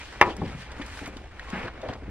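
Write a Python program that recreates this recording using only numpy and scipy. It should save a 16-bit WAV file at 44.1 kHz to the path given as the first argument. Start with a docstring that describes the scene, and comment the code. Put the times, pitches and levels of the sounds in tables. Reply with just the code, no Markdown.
"""Inside a parked van, close on a two-port microphone. Heavy cloth drags over a low rumble.
At 0.2 s a hard object knocks sharply on wood and bounces. Soft thumps and small snaps of the weave
come with the handling, joined by light taps from 0.8 s. The drag is loudest just after 1.5 s;
a short scrape on a panel follows at 1.8 s, and the rumble swells at the end.
The padded cabin rings briefly after each hit."""
import sys
import numpy as np
from scipy import signal
from scipy.fft import rfft, irfft
from scipy.io import wavfile
from scipy.ndimage import uniform_filter1d

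SR = 44100
rng = np.random.default_rng(int(sys.argv[2]) if len(sys.argv) > 2 else 0)


def store_pcm(level_fs):
    """Save levels as 16-bit WAV."""
    pcm = np.round(np.clip(level_fs, -1, 1) * 32767).astype(np.int16)
    wavfile.write(sys.argv[1], SR, np.atleast_2d(pcm).T)


N = 92610  # 2.1 s

# Spectrum of the weave's hiss and snaps. Each row: frequency in Hz, relative level in dB.
WEAVE_SPECTRUM = [(1500, -20.5), (2900, .5), (5000, -7), (6300, -12.5), (9600, -18.5), (11700, -31),
                  (15500, -39)]


def amp(db):
    return 10 ** (np.asarray(db) / 20)


def unit_rms(x):
    return x / np.sqrt(np.mean(x ** 2) + 1e-20)


def at_hz(points, hz):
    """Reads a table along a logarithmic frequency axis."""
    point_hz, value = np.transpose(points)
    return np.interp(np.log(hz + 1), np.log(point_hz + 1), value)


def over_time(table, column=1):
    """One column of a timed table, interpolated to every sample."""
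    rows = np.array(table)
    return np.interp(np.arange(N) / SR, rows[:, 0], rows[:, column])


def add(mix, start_s, sound):
    part = mix[round(start_s * SR):][:len(sound)]
    part += sound[:len(part)]


def colour(x, spectrum):
    """Filters to a spectrum, at an rms of 1."""
    gain = amp(at_hz(spectrum, np.fft.rfftfreq(len(x), 1 / SR)))
    return unit_rms(irfft(rfft(x) * gain, len(x)))


def resonate(x, hz, q, passes):
    """Repeated passes through one resonance, at an rms of 1."""
    for _ in range(passes):
        x = signal.lfilter(*signal.iirpeak(hz, q, SR), x)
    return unit_rms(x)


def cloth():
    """One rubbing sounds as a midrange drag, the dull body of the cloth's mass and a fine hiss."""
    # Spectra of the drag and the body. Each row: frequency in Hz, relative level in dB.
    drag_spectrum = [(400, -95), (800, -4), (1300, -0.5), (1800, 2.5), (2400, -0.5), (3000, -15.5),
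                     (5000, -45)]
    body_spectrum = [(60, -6), (110, -2.5), (300, 4.5), (750, 1), (1500, -15), (3000, -68)]
    # Their swells. Each row: time in seconds, level in dB.
    drag_levels = [(0, -50.5), (.2, -47), (.3, -45), (.34, -52.5), (.4, -52), (.47, -48), (.74, -48.5),
                   (.99, -44.5), (1.14, -51.5), (1.27, -60), (1.42, -48), (1.5, -49), (1.54, -38),
                   (1.6, -39), (1.67, -45), (1.71, -51.5), (1.86, -49), (1.92, -45), (1.98, -62.5),
                   (2.1, -51)]
    body_levels = [(0, -54), (.21, -47), (.29, -31.5), (.36, -48), (.45, -43.5), (.62, -53.5), (.8, -44),
                   (.86, -52), (1.1, -50), (1.28, -54), (1.5, -48), (1.56, -42.5), (1.67, -38.5),
                   (1.72, -51), (1.86, -43), (1.9, -36.5), (1.97, -50), (2.1, -50.5)]
    # Course of the hiss. Each row: time in seconds, level in dB before tilt, tilt in dB per octave.
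    hiss_course = [(0, -47, 1.5), (.19, -53.5, 2.5), (.31, -45, -1), (.35, -58.5, 2), (.48, -49, 0),
                   (.56, -56, 3), (.61, -48, 3), (.68, -56.5, -0.5), (.88, -52.5, 4), (.98, -47, 5),
                   (1.12, -59, 4), (1.33, -61.5, 1), (1.45, -55, 1), (1.51, -50, -1), (1.67, -51, -3.5),
                   (1.72, -59.5, -2), (1.86, -56.5, -1), (1.9, -51.5, -3), (1.98, -64.5, 3),
                   (2.1, -61.5, 0.5)]
    rub = fibres()
    drag = amp(over_time(drag_levels)) * colour(rub, drag_spectrum)
    body = amp(over_time(body_levels)) * colour(rub, body_spectrum)
    hz, t, bands = signal.stft(colour(rub, WEAVE_SPECTRUM), SR, nperseg=256)
    frame_samples = np.minimum(t * SR, N - 1).astype(int)
    tilt = over_time(hiss_course, column=2)[frame_samples]
    octaves = np.log2(np.maximum(hz, 1000) / 4000)[:, None]
    hiss = signal.istft(bands * amp(tilt * octaves), nperseg=256)[1][:N]
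    return drag + body + amp(over_time(hiss_course)) * hiss


def fibres():
    """Rubbing fibres: patchy, flickering noise mixed with tiny catches of uneven size."""
    patch_db, flicker_db, catches_per_s, catch_share = 2.6, 2.5, 2500, .4
    _, t, bands = signal.stft(rng.standard_normal(N), nperseg=256)
    patches = uniform_filter1d(rng.standard_normal(bands.shape), size=4, axis=0)
    patches = unit_rms(uniform_filter1d(patches, size=10, axis=1))
    flicker = unit_rms(uniform_filter1d(rng.standard_normal(len(t)), size=3))
    sliding = signal.istft(bands * amp(patch_db * patches + flicker_db * flicker), nperseg=256)[1][:N]
    size, chance, polarity = rng.random((3, N))
    catch_db = np.minimum(-np.log(size + 1e-9), 5)
    catches = amp(catch_db) * (chance < catches_per_s / SR) * np.sign(polarity - .5)
    return np.sqrt(1 - catch_share) * unit_rms(sliding) + np.sqrt(catch_share) * unit_rms(catches)


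def knock():
    """Each contact rings the modes of the wood; soft ones miss the high modes and hardly crack."""
    # The knock and its bounces. Each row: start in seconds, strength in dB, treble cutoff in Hz.
    contacts = [(0.213, 3.5, 9000), (.2240, -5.5, 9000), (0.263, -8, 650), (.277, -5, 650),
                (0.299, -10, 684), (0.311, -10, 500), (0.4154, -7.5, 760)]
    # Modes of the wood. Each row: frequency in Hz, relative level in dB, t60 in seconds.
    wood_modes = [(328, -18, .11), (437, -18, .08), (785, -5, .06), (888, -4, .03), (983, -5, .03),
                  (1125, -5, .055), (1490, -14, .03), (1766, -10, .04), (2068, -4, .03), (2330, -6, .04),
                  (2720, -11, .03)]
    # Spectrum of the contact's crack. Each row: frequency in Hz, relative level in dB.
    crack_spectrum = [(350, -5), (900, 9), (2200, -4.5), (3200, -13.5), (5500, -22), (15000, -72)]
    rise_s, crack_t60_s = .00015, .036
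    out, t = np.zeros(N), np.arange(SR // 4) / SR
    for start_s, db, cutoff_hz in contacts:
        wood = np.zeros(len(t))
        for k, (hz, mode_db, t60) in enumerate(wood_modes):
            excitation = (-1) ** k / (1 + (hz / cutoff_hz) ** 4)
            wood += excitation * amp(mode_db - 60 * t / t60) * np.sin(2 * np.pi * hz * t)
        wood *= amp(-8) * np.minimum(t / rise_s, 1)
        crack = amp(-6 - 60 * t / crack_t60_s) * colour(rng.standard_normal(len(t)), crack_spectrum)
        hardness = 1 / (1 + (2000 / cutoff_hz) ** 4)
        add(out, start_s, amp(db) * (wood + hardness * crack))
    return out


def blows(events, rise_s, q, wide_db, ring_gain):
    """Each blow is a clean ring plus a dying shudder through a narrow and a wider resonance."""
    out, t = np.zeros(N), np.arange(SR // 5) / SR
    for start_s, db, hz, t60 in events:
        envelope = amp(-60 * t / t60) * np.minimum(t / rise_s, 1)
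        shudder = envelope * rng.standard_normal(len(t))
        narrow = resonate(shudder, hz, q, passes=2)
        wide = resonate(shudder, hz * 1.4, q=.8, passes=3)
        ring = unit_rms(envelope * np.sin(2 * np.pi * hz * t))
        blow = unit_rms(narrow + amp(wide_db) * wide + ring_gain * ring)
        add(out, start_s, amp(db) * blow * np.sqrt(np.mean(envelope ** 2)))
    return out


def thumps():
    """Cloth and limbs land softly on the panels, which ring low."""
    # The landings. Each row: start in seconds, level in dB, pitch in Hz, t60 in seconds.
    landings = [(.263, -26.5, 128, 0.052), (.38, -31, 199.7, 0.25), (.416, -19.5, 168, 0.089),
                (.421, -26.5, 245, 0.13), (.455, -26.5, 97, 0.082), (.547, -25, 144, 0.056),
                (.795, -27.5, 268, 0.069), (1.014, -32.5, 181, 0.097), (1.076, -30.5, 288, 0.073),
                (1.163, -34, 251, 0.066), (1.529, -25, 196, 0.1), (1.632, -27, 87.5, 0.046),
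                (1.887, -26.5, 123, 0.069), (2.02, -38, 258, 0.11), (2.078, -30.5, 183, 0.061)]
    return blows(landings, rise_s=.0032, q=1.5, wide_db=-4, ring_gain=1.1)


def taps():
    """Light contacts in the handling start fast and ring high."""
    # The contacts. Each row: start in seconds, level in dB, pitch in Hz, t60 in seconds.
    contacts = [(.814, -34.5, 1817, 0.05), (1.0585, -34.5, 2124, 0.04), (1.395, -27.5, 1865, 0.019),
                (1.475, -43, 1093, 0.33), (1.6803, -32, 1535, 0.047), (1.889, -26, 740, 0.026),
                (1.9345, -41.5, 1930, 0.047), (1.952, -37.5, 880, 0.037)]
    return blows(contacts, rise_s=.0006, q=1.37, wide_db=-17, ring_gain=.92)


def snaps():
    """The weave snaps in short bursts of noise, each with its own brightness."""
    # The bursts. Each row: start in seconds, relative level in dB, tilt in dB per octave.
    bursts = [(0.3666, -35, 11.5), (0.7173, -34, 2), (0.818, -27.5, -4.5), (0.863, -34, 10),
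              (1.0588, -32.5, 8), (1.075, -34.5, 17), (1.1689, -33.5, 4.5), (1.3944, -44, 13),
              (1.5017, -32, 5), (1.568, -44, 6), (1.647, -38, 2), (1.8166, -35, 0), (1.8866, -33.5, -3),
              (1.9355, -33, -1.5)]
    t60_s = .033
    out, t = np.zeros(N), np.arange(SR // 10) / SR
    for start_s, db, tilt in bursts:
        spectrum = [(hz, band_db + tilt * np.log2(hz / 4000)) for hz, band_db in WEAVE_SPECTRUM]
        noise = colour(rng.standard_normal(len(t)), spectrum)
        add(out, start_s, amp(db - 60 * t / t60_s) * noise / 2)
    return out


def scrape():
    """Four quick slips of something rubbing on a panel, each ringing the same note."""
    start_s, gap_s, db, hz, t60_s = 1.8305, .0077, -26, 600, .045
    slips = [(start_s + k * gap_s, db, hz, t60_s) for k in range(4)]
    return blows(slips, rise_s=.003, q=3, wide_db=-16, ring_gain=1.6)


def rumble():
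    """Low noise of the van's shell, swelling as weight shifts."""
    # Spectrum of the shell. Each row: frequency in Hz, relative level in dB.
    shell_spectrum = [(15, -9), (42, -8), (57, 4), (78, -6.5), (120, -12.5), (200, -32.5), (400, -85)]
    # Its swells. Each row: time in seconds, level in dB.
    shell_levels = [(0, -49), (.26, -44), (.46, -42.5), (.65, -45.5), (.8, -42.5), (1.47, -46),
                    (1.65, -46.5), (1.8, -44), (2.1, -39.5)]
    return amp(over_time(shell_levels)) * colour(rng.standard_normal(N), shell_spectrum)


def cabin(x):
    """Dense reflections in the padded cabin arrive after 3 ms; the treble dies first."""
    # Decay of the cabin. Each row: frequency in Hz, t60 in seconds.
    decay_times = [(200, 0.44), (1500, .15), (8000, 0.057)]
    hz, t, bands = signal.stft(rng.standard_normal(SR // 2), SR, nperseg=256)
    decay = amp(-60 * t / at_hz(decay_times, hz)[:, None])
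    tail = signal.istft(bands * decay, SR, nperseg=256)[1]
    tail *= np.arange(len(tail)) > .003 * SR
    return signal.fftconvolve(x, tail / np.linalg.norm(tail))[:N]


def scattered(x, t60_s=.0069):
    """Scattering around the microphone smears a sound by a few milliseconds."""
    t = np.arange(800) / SR
    response = rfft(rng.standard_normal(len(t)) * amp(-60 * t / t60_s), N)
    power = abs(response) ** 2
    return irfft(rfft(x) * response / np.sqrt(power + np.mean(power) / 10), N)


def port_pair(common, differing):
    """Mid and side signals become two ports, most alike in the bass and near 2.4 kHz."""
    # Likeness of the ports. Each row: frequency in Hz, likeness from 0 to 1.
    port_likeness = [(60, 1), (300, 0.89), (1400, 0.81), (2400, 1), (3500, 0.052), (6000, 0.39),
                     (15000, 0.55)]
    likeness = at_hz(port_likeness, np.fft.rfftfreq(N, 1 / SR))
    mid = rfft(common) * np.sqrt((1 + likeness) / 2)
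    side = rfft(differing) * np.sqrt((1 - likeness) / 2)
    return irfft([mid + side, mid - side], N)


def scene():
    """The hits with their cabin ring, the cloth and the rumble reach the two ports."""
    hits = knock() + thumps() + taps() + snaps() + scrape()
    hits += amp(-14.5) * cabin(hits)
    common = hits + cloth() + rumble()
    differing = scattered(hits) / 2 + cloth() + rumble()
    return port_pair(common, differing)


def record(dry):
    """The microphone: the left port lags in phase, overload clips, and the band ends at 15.8 kHz."""
    # Response of the left port. Each row: frequency in Hz, gain in dB.
    left_response = [(6000, 0.38), (12000, -1.5)]
    # Lag of the left port behind the right. Each row: frequency in Hz, phase in radians.
    left_lag = [(1400, 0.2), (2400, 0.85), (3500, 1.56), (5000, 2.3), (15000, 3.05)]
    hz = np.fft.rfftfreq(N, 1 / SR)
    half_lag = np.exp(-.5j * at_hz(left_lag, hz))
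    left_gain = amp(at_hz(left_response, hz))
    ports = irfft(rfft(dry) * [left_gain * half_lag, 1 / half_lag], N)
    lowpass = signal.firwin(511, 15800, window=("kaiser", 9), fs=SR)
    return signal.oaconvolve(np.clip(ports, -1, 1), lowpass[None], "same")


dry = scene()
out = record(dry)
store_pcm(out)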